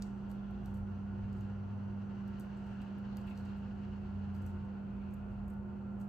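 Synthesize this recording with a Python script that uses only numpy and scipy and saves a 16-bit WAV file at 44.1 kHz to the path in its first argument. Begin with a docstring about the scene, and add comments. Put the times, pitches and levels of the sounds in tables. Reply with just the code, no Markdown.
"""From the start, a fan hums in a small room, with faint high whistles, a soft hiss and a low drone.
Close by, fingers at once begin working a silicone mold off a hardened resin coaster: the rubber lets
go of the rim in tiny snaps and crackling peels, which the room answers briefly. Near 1 s the drone
starts to rise and fall like a distant engine. Around 3 s the hiss is fullest and the thumb rubs the
mold hardest. More snaps follow in clusters until the end, at 6 s, while the fan hums on."""
import sys
import numpy as np
from scipy import signal
from scipy.fft import rfft, irfft
from scipy.io import wavfile

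SR = 44100
rng = np.random.default_rng(int(sys.argv[2]) if len(sys.argv) > 2 else 0)


def persist_wave(psi):
    """Save psi, clipped to +-1, as 16-bit WAV."""
    counts = np.round(np.clip(psi, -1, 1) * 32767).astype(np.int16)
    wavfile.write(sys.argv[1], SR, np.atleast_2d(counts).T)


N = 268128
TIME = np.arange(N) / SR
FREQ = np.arange(N // 2 + 1) * SR / N


def undb(db):
    """Turn decibels into a number to multiply a sound by."""
    return 10 ** (np.asarray(db) / 20)


def unit(x):
    """Scale a signal so its average strength (rms) is 1."""
    return x / np.sqrt(np.mean(x ** 2))


def across(points):
    """Join (frequency, value) points into a curve over all frequencies."""
    hz, value = np.transpose(points)
    return np.interp(np.log(FREQ + 1), np.log(hz), value)


def pan(db):
    """Left and right gains that make the left side louder by db."""
    return undb(np.array([[db], [-db]]) / 2)


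def walk(rate_hz):
    """A smooth random wobble of about 1; a higher rate wobbles faster."""
    return unit(irfft(rfft(rng.standard_normal(N)) * np.exp(-(FREQ / rate_hz) ** 2), N))


def stroke(peak_s, rise_s, fall_s, hold_s=0):
    """A movement that builds up to a peak, holds, and dies away."""
    return np.exp(-np.maximum(0, np.maximum((peak_s - TIME) / rise_s, (TIME - peak_s - hold_s) / fall_s)))


def decay(age, fade_s):
    """A fade that drops 60 dB in fade_s seconds."""
    return np.exp(-np.log(1000) * age / fade_s)


def colour(x, points):
    """Give a sound a tone colour: its balance of low and high frequencies."""
    cepstrum = irfft(np.log(unit(undb(across(points)))), N)
    # folding makes the filter ring after a click, never before it
    cepstrum[1:N // 2] *= 2
    cepstrum[N // 2 + 1:] = 0
    return irfft(rfft(x) * np.exp(rfft(cepstrum)), N)


# how alike the room sounds in both ears: (frequency [Hz], likeness [0 to 1])
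EAR_LIKENESS = [(60, 0.91), (170, 0.8), (300, 0.67), (600, 0.23), (1500, 0.21), (2000, 0.61), (2800, 0.11),
                (4500, 0.18), (9000, 0.029)]
def room_noise(spectrum):
    """Stereo noise of a given colour, as alike in both ears as the room makes it."""
    alike = across(EAR_LIKENESS)
    mid, side = rfft(rng.standard_normal((2, N))) * spectrum * np.sqrt([1 + alike, 1 - alike])
    return unit(irfft([mid + side, mid - side], N))


# tones of the motor and mains power: (pitch [Hz], level [dB], left minus right [dB])
MOTOR_TONES = [(119, -55.5, 5), (151.2, -63, -7.5), (361.4, -68.5, 6), (399.8, -72.5, 4),
               (452.5, -77.5, -10.5), (729, -80, -1.5), (813, -77.5, -1.5), (903.5, -74.5, -1.5),
               (1031, -81, 1), (1456, -77, 0), (2556, -89.5, -3)]
# notes at which the fan's housing rings: (pitch [Hz], width [Hz], level [dB])
HOUSING_NOTES = [(114, 11, -64), (213, 55, -59), (365.3, 12, -65), (507.3, 14, -70), (617.8, 14, -71.5),
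                 (712, 36, -69), (809, 17, -71.5), (902, 16, -70), (1039, 15, -77), (1369, 21, -71),
                 (1382, 93, -72), (1464, 18, -74.5), (2690, 150, -85), (4320, 83, -100.5)]
# colour of the rushing air: (frequency [Hz], relative level [dB])
AIR_COLOUR = [(20, -40), (60, 6.5), (130, 2.5), (235, -1.5), (320, -7.5), (450, -9.5), (750, -13),
              (1150, -15), (1550, -21.5), (2000, -30), (2900, -37), (3500, -46), (5500, -54.5), (7700, -50),
              (10000, -57), (13500, -52), (16000, -67.5)]
def fan(hum_hz=199.76, hum_db=-44, air_db=-52):
    """The blades hum, the motor adds weak tones, and rushing air rings the housing."""
    blade_hz = hum_hz + 0.69 * walk(2.16)
    blades = unit(np.sin(2 * np.pi * np.cumsum(blade_hz) / SR))
    hum = blades * undb(hum_db - 0.84 * walk(3.4)) * pan(-4)
    for hz, db, pan_db in MOTOR_TONES:
        phase = 2 * np.pi * (hz * TIME + rng.random()) + .001 * hz * walk(3.0)
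        hum += unit(np.sin(phase)) * undb(db + 0.5 * walk(4.3)) * pan(pan_db)
    power = 0
    for hz, width, db in HOUSING_NOTES:
        band = unit(1 / (1 + 2 * ((FREQ - hz) / width) ** 2))
        power += (undb(db) * band) ** 2
    housing = room_noise(np.sqrt(power)) * np.sqrt(np.mean(power))
    air = room_noise(undb(across(AIR_COLOUR))) * undb(air_db + 0.42 * walk(4.9))
    return hum + housing + air


# thin, steady whistles: (pitch [Hz], width [Hz], level [dB])
HIGH_WHISTLES = [(4360, 85, -99), (6170, 70, -100), (7230, 63, -101), (7620, 130, -99.5)]
def whistles(whine_hz=5930, whine_width_hz=110, whine_db=-91, hold_s=2.8, fade_s=2.2):
    """Narrow bands of noise whistle high above the fan; the strongest, a whine, holds and then fades."""
    power = 0
    for hz, width, db in HIGH_WHISTLES:
        band = unit(np.exp(-((FREQ - hz) / width) ** 2))
        power += (undb(db) * band) ** 2
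    steady = room_noise(np.sqrt(power)) * np.sqrt(np.mean(power))
    whine = room_noise(np.exp(-((FREQ - whine_hz) / whine_width_hz) ** 2))
    fade = np.exp(-np.maximum(TIME - hold_s, 0) / fade_s)
    return steady + whine * undb(whine_db) * fade


# the engine works harder: (peak time [s], hold [s], firing rate [Hz], relative level [dB])
ENGINE_SURGES = [(0.821, 0.12, 95.25, -44), (1.2, 0.78, 100.3, -43.5), (3.4, 0.62, 89, -50),
                 (4.17, 0.37, 91.2, -43), (5.05, 0.77, 81.4, -53)]
def engine_effort(idle_hz=89, idle_db=-58, rise_s=0.167, fall_s=0.187):
    """The engine's firing rate and level: each surge pulls the rate towards its own as it grows."""
    power = undb(idle_db) ** 2
    weighted_hz = idle_hz * power
    for peak_s, hold_s, hz, db in ENGINE_SURGES:
        surge = (undb(db) * stroke(peak_s, rise_s, fall_s, hold_s)) ** 2
        power += surge
        weighted_hz += hz * surge
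    return weighted_hz / power, 10 * np.log10(power)


# colour of the rumble: (frequency [Hz], relative level [dB])
RUMBLE_COLOUR = [(18, -46), (31, -27), (38, 1.5), (50, -2), (60, 3.5), (68, -11.5), (76, -13), (100, 0.5),
                 (140, -10), (300, -45), (1000, -84)]
# rise and fall of the throb and rumble: (time [s], relative level [dB])
RUMBLE_SWELLS = [(0, -52), (.35, -53.5), (.8, -48.5), (1.05, -52), (1.3, -48), (1.55, -56.5), (2.2, -59),
                 (2.6, -57), (3.1, -54), (4.2, -49.5), (4.5, -51), (4.85, -55.5), (5.5, -48), (6.08, -67)]
def distant_engine(throb_ratio=.62, drone_gain_db=-1, low_gain_db=-4):
    """The firing note, a lower throb that follows its speed and a dull rumble come through the walls."""
    hz, drone_db = engine_effort()
    low_db = np.interp(TIME, *np.transpose(RUMBLE_SWELLS)) + low_gain_db + 1.5 * walk(5.1)
    phase = 2 * np.pi * np.cumsum(hz) / SR
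    drone = unit(np.sin(phase + 0.25 * walk(8.8))) * undb(drone_db + drone_gain_db)
    throb = unit(np.sin(throb_ratio * phase + .5 * walk(13)))
    rumble = room_noise(undb(across(RUMBLE_COLOUR)))
    return drone * pan(0.99) + (throb + rumble) * undb(low_db) * pan(-1.3)


# colour of the hiss: (frequency [Hz], relative level [dB])
HISS_COLOUR = [(200, -27.5), (700, 4.5), (1600, 11), (2000, 2), (2400, 0), (2820, 9), (3150, 0.5),
               (3500, -6.5), (3850, -6.5), (4250, -3), (4750, -7), (5300, -12), (7500, -17.5),
               (8500, -32.5), (12000, -38.5), (16000, -57.5)]
# rise and fall of the hiss: (time [s], relative level [dB])
HISS_SWELLS = [(0, -77), (1.0, -79), (1.35, -75.5), (1.8, -77.5), (2.6, -73), (3.2, -73), (3.7, -73.5),
               (4.45, -75.5), (4.85, -79.5), (5.3, -81.5), (5.7, -83.5)]
def hiss(gain_db=7, waver_db=1.18, direct_db=-4):
    """A soft, wavering hiss swells and fades; part of it reaches both ears alike."""
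    db = np.interp(TIME, *np.transpose(HISS_SWELLS)) + gain_db
    spectrum = undb(across(HISS_COLOUR))
    direct = unit(irfft(rfft(rng.standard_normal(N)) * spectrum, N)) * undb(direct_db)
    return (room_noise(spectrum) + direct) * undb(db + waver_db * walk(21)) * pan(1.5)


# colours of the bright snap and the rim's dull body: (frequency [Hz], relative level [dB])
BRIGHT_COLOUR = [(800, -53.5), (3000, -26), (5500, -6.5), (7600, 0.5), (9000, 0), (10300, -3), (11500, -1),
                 (13500, 1.5), (15000, -5.5), (16000, -11.5)]
DULL_COLOUR = [(400, -44.5), (1200, -15), (2800, -8.5), (4000, -0.5), (5000, 2.5), (6200, 1), (8500, 2.5),
               (11000, -15.5), (16000, -31.5)]
# the rubber lets go of the rim: (time [s], relative snap level [dB], relative crackle level [dB],
# dull minus bright [dB], pitch of the freed lip [Hz], extra shiver and twang [dB])
RIM_RELEASES = [(0.023, -54, -78, 9, 7100, 0.5), (0.3048, -68, -76, -2, 7550, 1),
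                (0.3155, -58.5, -81, -5, 10100, -5), (0.5093, -69, -94, -7, 8700, 0),
                (0.659, -59.5, -78, -0.5, 5970, 1), (0.7445, -70, -73.5, -13, 9500, 1),
                (0.7597, -72, -87, -6, 13700, 0), (0.7728, -73, -80, -10, 9500, 6),
                (1.3286, -76, -87, 5, 7420, 6), (1.4093, -65, -88, -3, 6840, 1.5),
                (2.2784, -65, -83.5, 0.5, 14000, -4), (2.3972, -61, -75, -13, 9070, 10.5),
                (2.4078, -68.5, -78, 3, 8000, 6), (2.5727, -83, -90, 9, 5100, 4.5),
                (2.665, -74, -90, 0, 12500, 0), (2.818, -67.5, -83, 3, 4900, 1),
                (2.9843, -68, -89, -5, 11000, -1), (3.1704, -52.5, -80, -0.5, 9100, -2.5),
                (3.2137, -75, -93, 5, 4600, 4), (3.272, -70, -77, -13, 9500, 2),
                (3.297, -71, -79, -5, 10800, 0), (3.3765, -66.5, -81, 5.5, 4600, 3),
                (3.455, -77.5, -83, 6, 6600, 1), (3.575, -81, -82.5, -4, 12000, -2),
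                (4.3468, -69, -80, -3.5, 5000, 0), (4.3517, -68, -83, 0, 4600, 2),
                (4.3648, -69.5, -87, -3, 11600, 2), (4.3822, -73, -87, -2, 4600, 2),
                (4.421, -69, -79, -2, 8900, -1), (4.4644, -61, -72.5, -8, 5900, 0),
                (4.6528, -81.5, -95, 6, 4600, -1), (5.1068, -78.5, -93, 0, 6470, 2),
                (5.138, -61.5, -89, -12, 13400, -8), (5.1424, -63, -94, -13, 13500, -2),
                (5.4815, -66.5, -81, -14, 11600, 2.5), (5.502, -69, -82, -13.5, 8430, 5.5),
                (5.5066, -74, -89, -8, 8460, 1), (5.537, -73, -92.5, -4, 11800, 2),
                (6.0023, -65, -84, -14, 8700, -4), (6.0126, -67, -76, -2, 11300, 4)]
def snaps(crack_db=16, shiver_db=-5, lip_db=10, rim_hz=4690, rim_db=-8):
    """The rubber cracks free, its lip twangs at a pitch set by its stretch, and the resin rim rings."""
    bright, dull, lip = np.zeros((3, N))
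    age = TIME[:SR // 20]
    crack = undb(crack_db) * (age == 0)
    fade = decay(age, fade_s=0.023)
    for start_s, db, _, dull_db, lip_hz, extra_db in RIM_RELEASES:
        # the rim shivers just after the crack
        shiver = unit(rng.standard_normal(len(age)) * fade) * np.sqrt(np.mean(fade ** 2))
        snap = undb(db) * (crack + undb(shiver_db + extra_db) * np.roll(shiver, 2))
        twang = np.sin(2 * np.pi * lip_hz * age) * decay(age, fade_s=0.018)
        span = slice(int(start_s * SR), int(start_s * SR) + len(age))
        bright[span] += snap
        dull[span] += snap * undb(dull_db)
        lip[span] += undb(db + lip_db + extra_db) * twang / np.linalg.norm(twang)
    rim_note = np.sin(2 * np.pi * rim_hz * age) * decay(age, fade_s=.04)
    ring = signal.fftconvolve(dull, rim_note / np.linalg.norm(rim_note))[:N]  # dull snaps ring it most
    return colour(bright, BRIGHT_COLOUR) + colour(dull, DULL_COLOUR) + lip + undb(rim_db) * ring


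# the rubber creeps along the rim, often just before it lets go:
# (peak time [s], rise [s], fall [s], relative level [dB], dull minus bright [dB])
RIM_CREEPS = [(.065, 0.013, 0.059, -90, 12), (.18, .04, .06, -94.5, 6), (0.298, .009, .012, -81, -9),
              (.648, .025, .012, -84, -2), (.7, .03, .04, -85, -2), (.88, .08, .25, -94, -3),
              (1.375, 0.038, 0.073, -87, 4.5), (2.66, 0.081, 0.16, -91, 6.5), (3.21, .03, .03, -84, 0),
              (3.305, 0.024, .03, -81, -2.5), (3.372, .018, .06, -81, -1), (3.485, 0.033, 0.053, -89, -2),
              (3.75, .4, .4, -101, 2.5), (4.36, 0.014, .05, -88, 2), (4.47, .012, .04, -82.5, 3),
              (5.128, 0.026, .025, -91, 7.5), (5.31, 0.033, .035, -88, -5), (5.995, 0.023, 0.0086, -89, -1)]
def peels(ticks_per_s=2200, spread_db=0.5, rise_s=0.0072, fall_s=0.025):
    """Swarms of tiny releases crackle around each snap and wherever the rubber creeps."""
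    sizes = undb(spread_db * np.minimum(rng.exponential(size=N), 4))
    lets_go = rng.random(N) < ticks_per_s / SR
    ticks = unit(lets_go * sizes * rng.choice([-1, 1], (2, N)))
    crackles = [(peak_s, rise_s, fall_s, db, dull_db) for peak_s, _, db, dull_db, _, _ in RIM_RELEASES]
    bright_power, dull_power = 0, 0
    for peak_s, rise, fall, db, dull_db in RIM_CREEPS + crackles:
        power = (undb(db) * stroke(peak_s, rise, fall)) ** 2
        bright_power += power
        dull_power += power * undb(dull_db) ** 2
    bright = colour(np.sqrt(bright_power) * ticks[0], BRIGHT_COLOUR)
    dull = colour(np.sqrt(dull_power) * ticks[1], DULL_COLOUR)
    return bright + dull


# the microphone's case delays the treble on the left: (frequency [Hz], phase lag [radians])
LEFT_LAG = [(5500, 1.4), (7000, 0.47), (9300, 2.06), (10300, 3.2), (11300, 5.7), (12600, 3.6), (15500, 12)]
def room(dry, echo_db=-11, build_s=0.0053, fade_s=.26):
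    """Sound reaches left and right out of step; echoes off near walls build up and die away."""
    left = irfft(rfft(dry) * np.exp(-1j * across(LEFT_LAG)), N)
    age = TIME[:SR // 2]
    build_up = 1 - np.exp(-(age / build_s) ** 2)
    tail = rng.standard_normal((2, len(age))) * decay(age, fade_s) * build_up
    tail /= np.linalg.norm(tail, axis=1, keepdims=True)
    echoes = signal.fftconvolve(dry[None], tail, axes=1)[:, :N]
    return np.array([left, dry]) + undb(echo_db) * echoes


# the mold slides under the thumb: (peak time [s], rise [s], fall [s], level [dB], pitch [Hz])
THUMB_RUBS = [(.45, .3, 0.32, -78.5, 3330), (2.72, .16, 0.16, -73.5, 1660), (2.803, 0.02, 0.043, -67, 2770),
              (3.125, 0.034, 0.026, -72.5, 4300), (3.28, 0.013, 0.034, -62, 2700),
              (3.304, 0.012, 0.027, -64, 2600), (3.39, 0.055, 0.13, -75, 4250),
              (5.05, 0.41, 0.47, -74, 2560)]
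# colour of a rub: (frequency [times the pitch], relative level [dB])
RUB_COLOUR = [(.19, -45.5), (.45, -25.5), (.78, -9), (1, 6), (1.16, -7.5), (1.379, -10), (2.2, -30),
              (4.5, -62.5)]
def rubbing(rough_db=2):
    """Skin drags unevenly over rubber; the grip gives each stroke its own pitch."""
    rubs = 0
    for peak_s, rise_s, fall_s, db, hz in THUMB_RUBS:
        spectrum = undb(across([(multiple * hz, gain_db) for multiple, gain_db in RUB_COLOUR]))
        rubs += room_noise(spectrum) * undb(db) * stroke(peak_s, rise_s, fall_s)
    return rubs * undb(-rough_db * walk(90)) * pan(2)


def scene():
    """The hands at work in front of the hiss, the fan and the distant drone."""
    hands = room(snaps() + peels()) * pan(0.27) + rubbing()
    return hands + hiss() + fan() + whistles() + distant_engine()


def record(dry, top_hz=15300):
    """Cut away the very highest treble."""
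    return signal.sosfilt(signal.ellip(8, .2, 70, top_hz, fs=SR, output="sos"), dry)


dry = scene()
out = record(dry)
persist_wave(out)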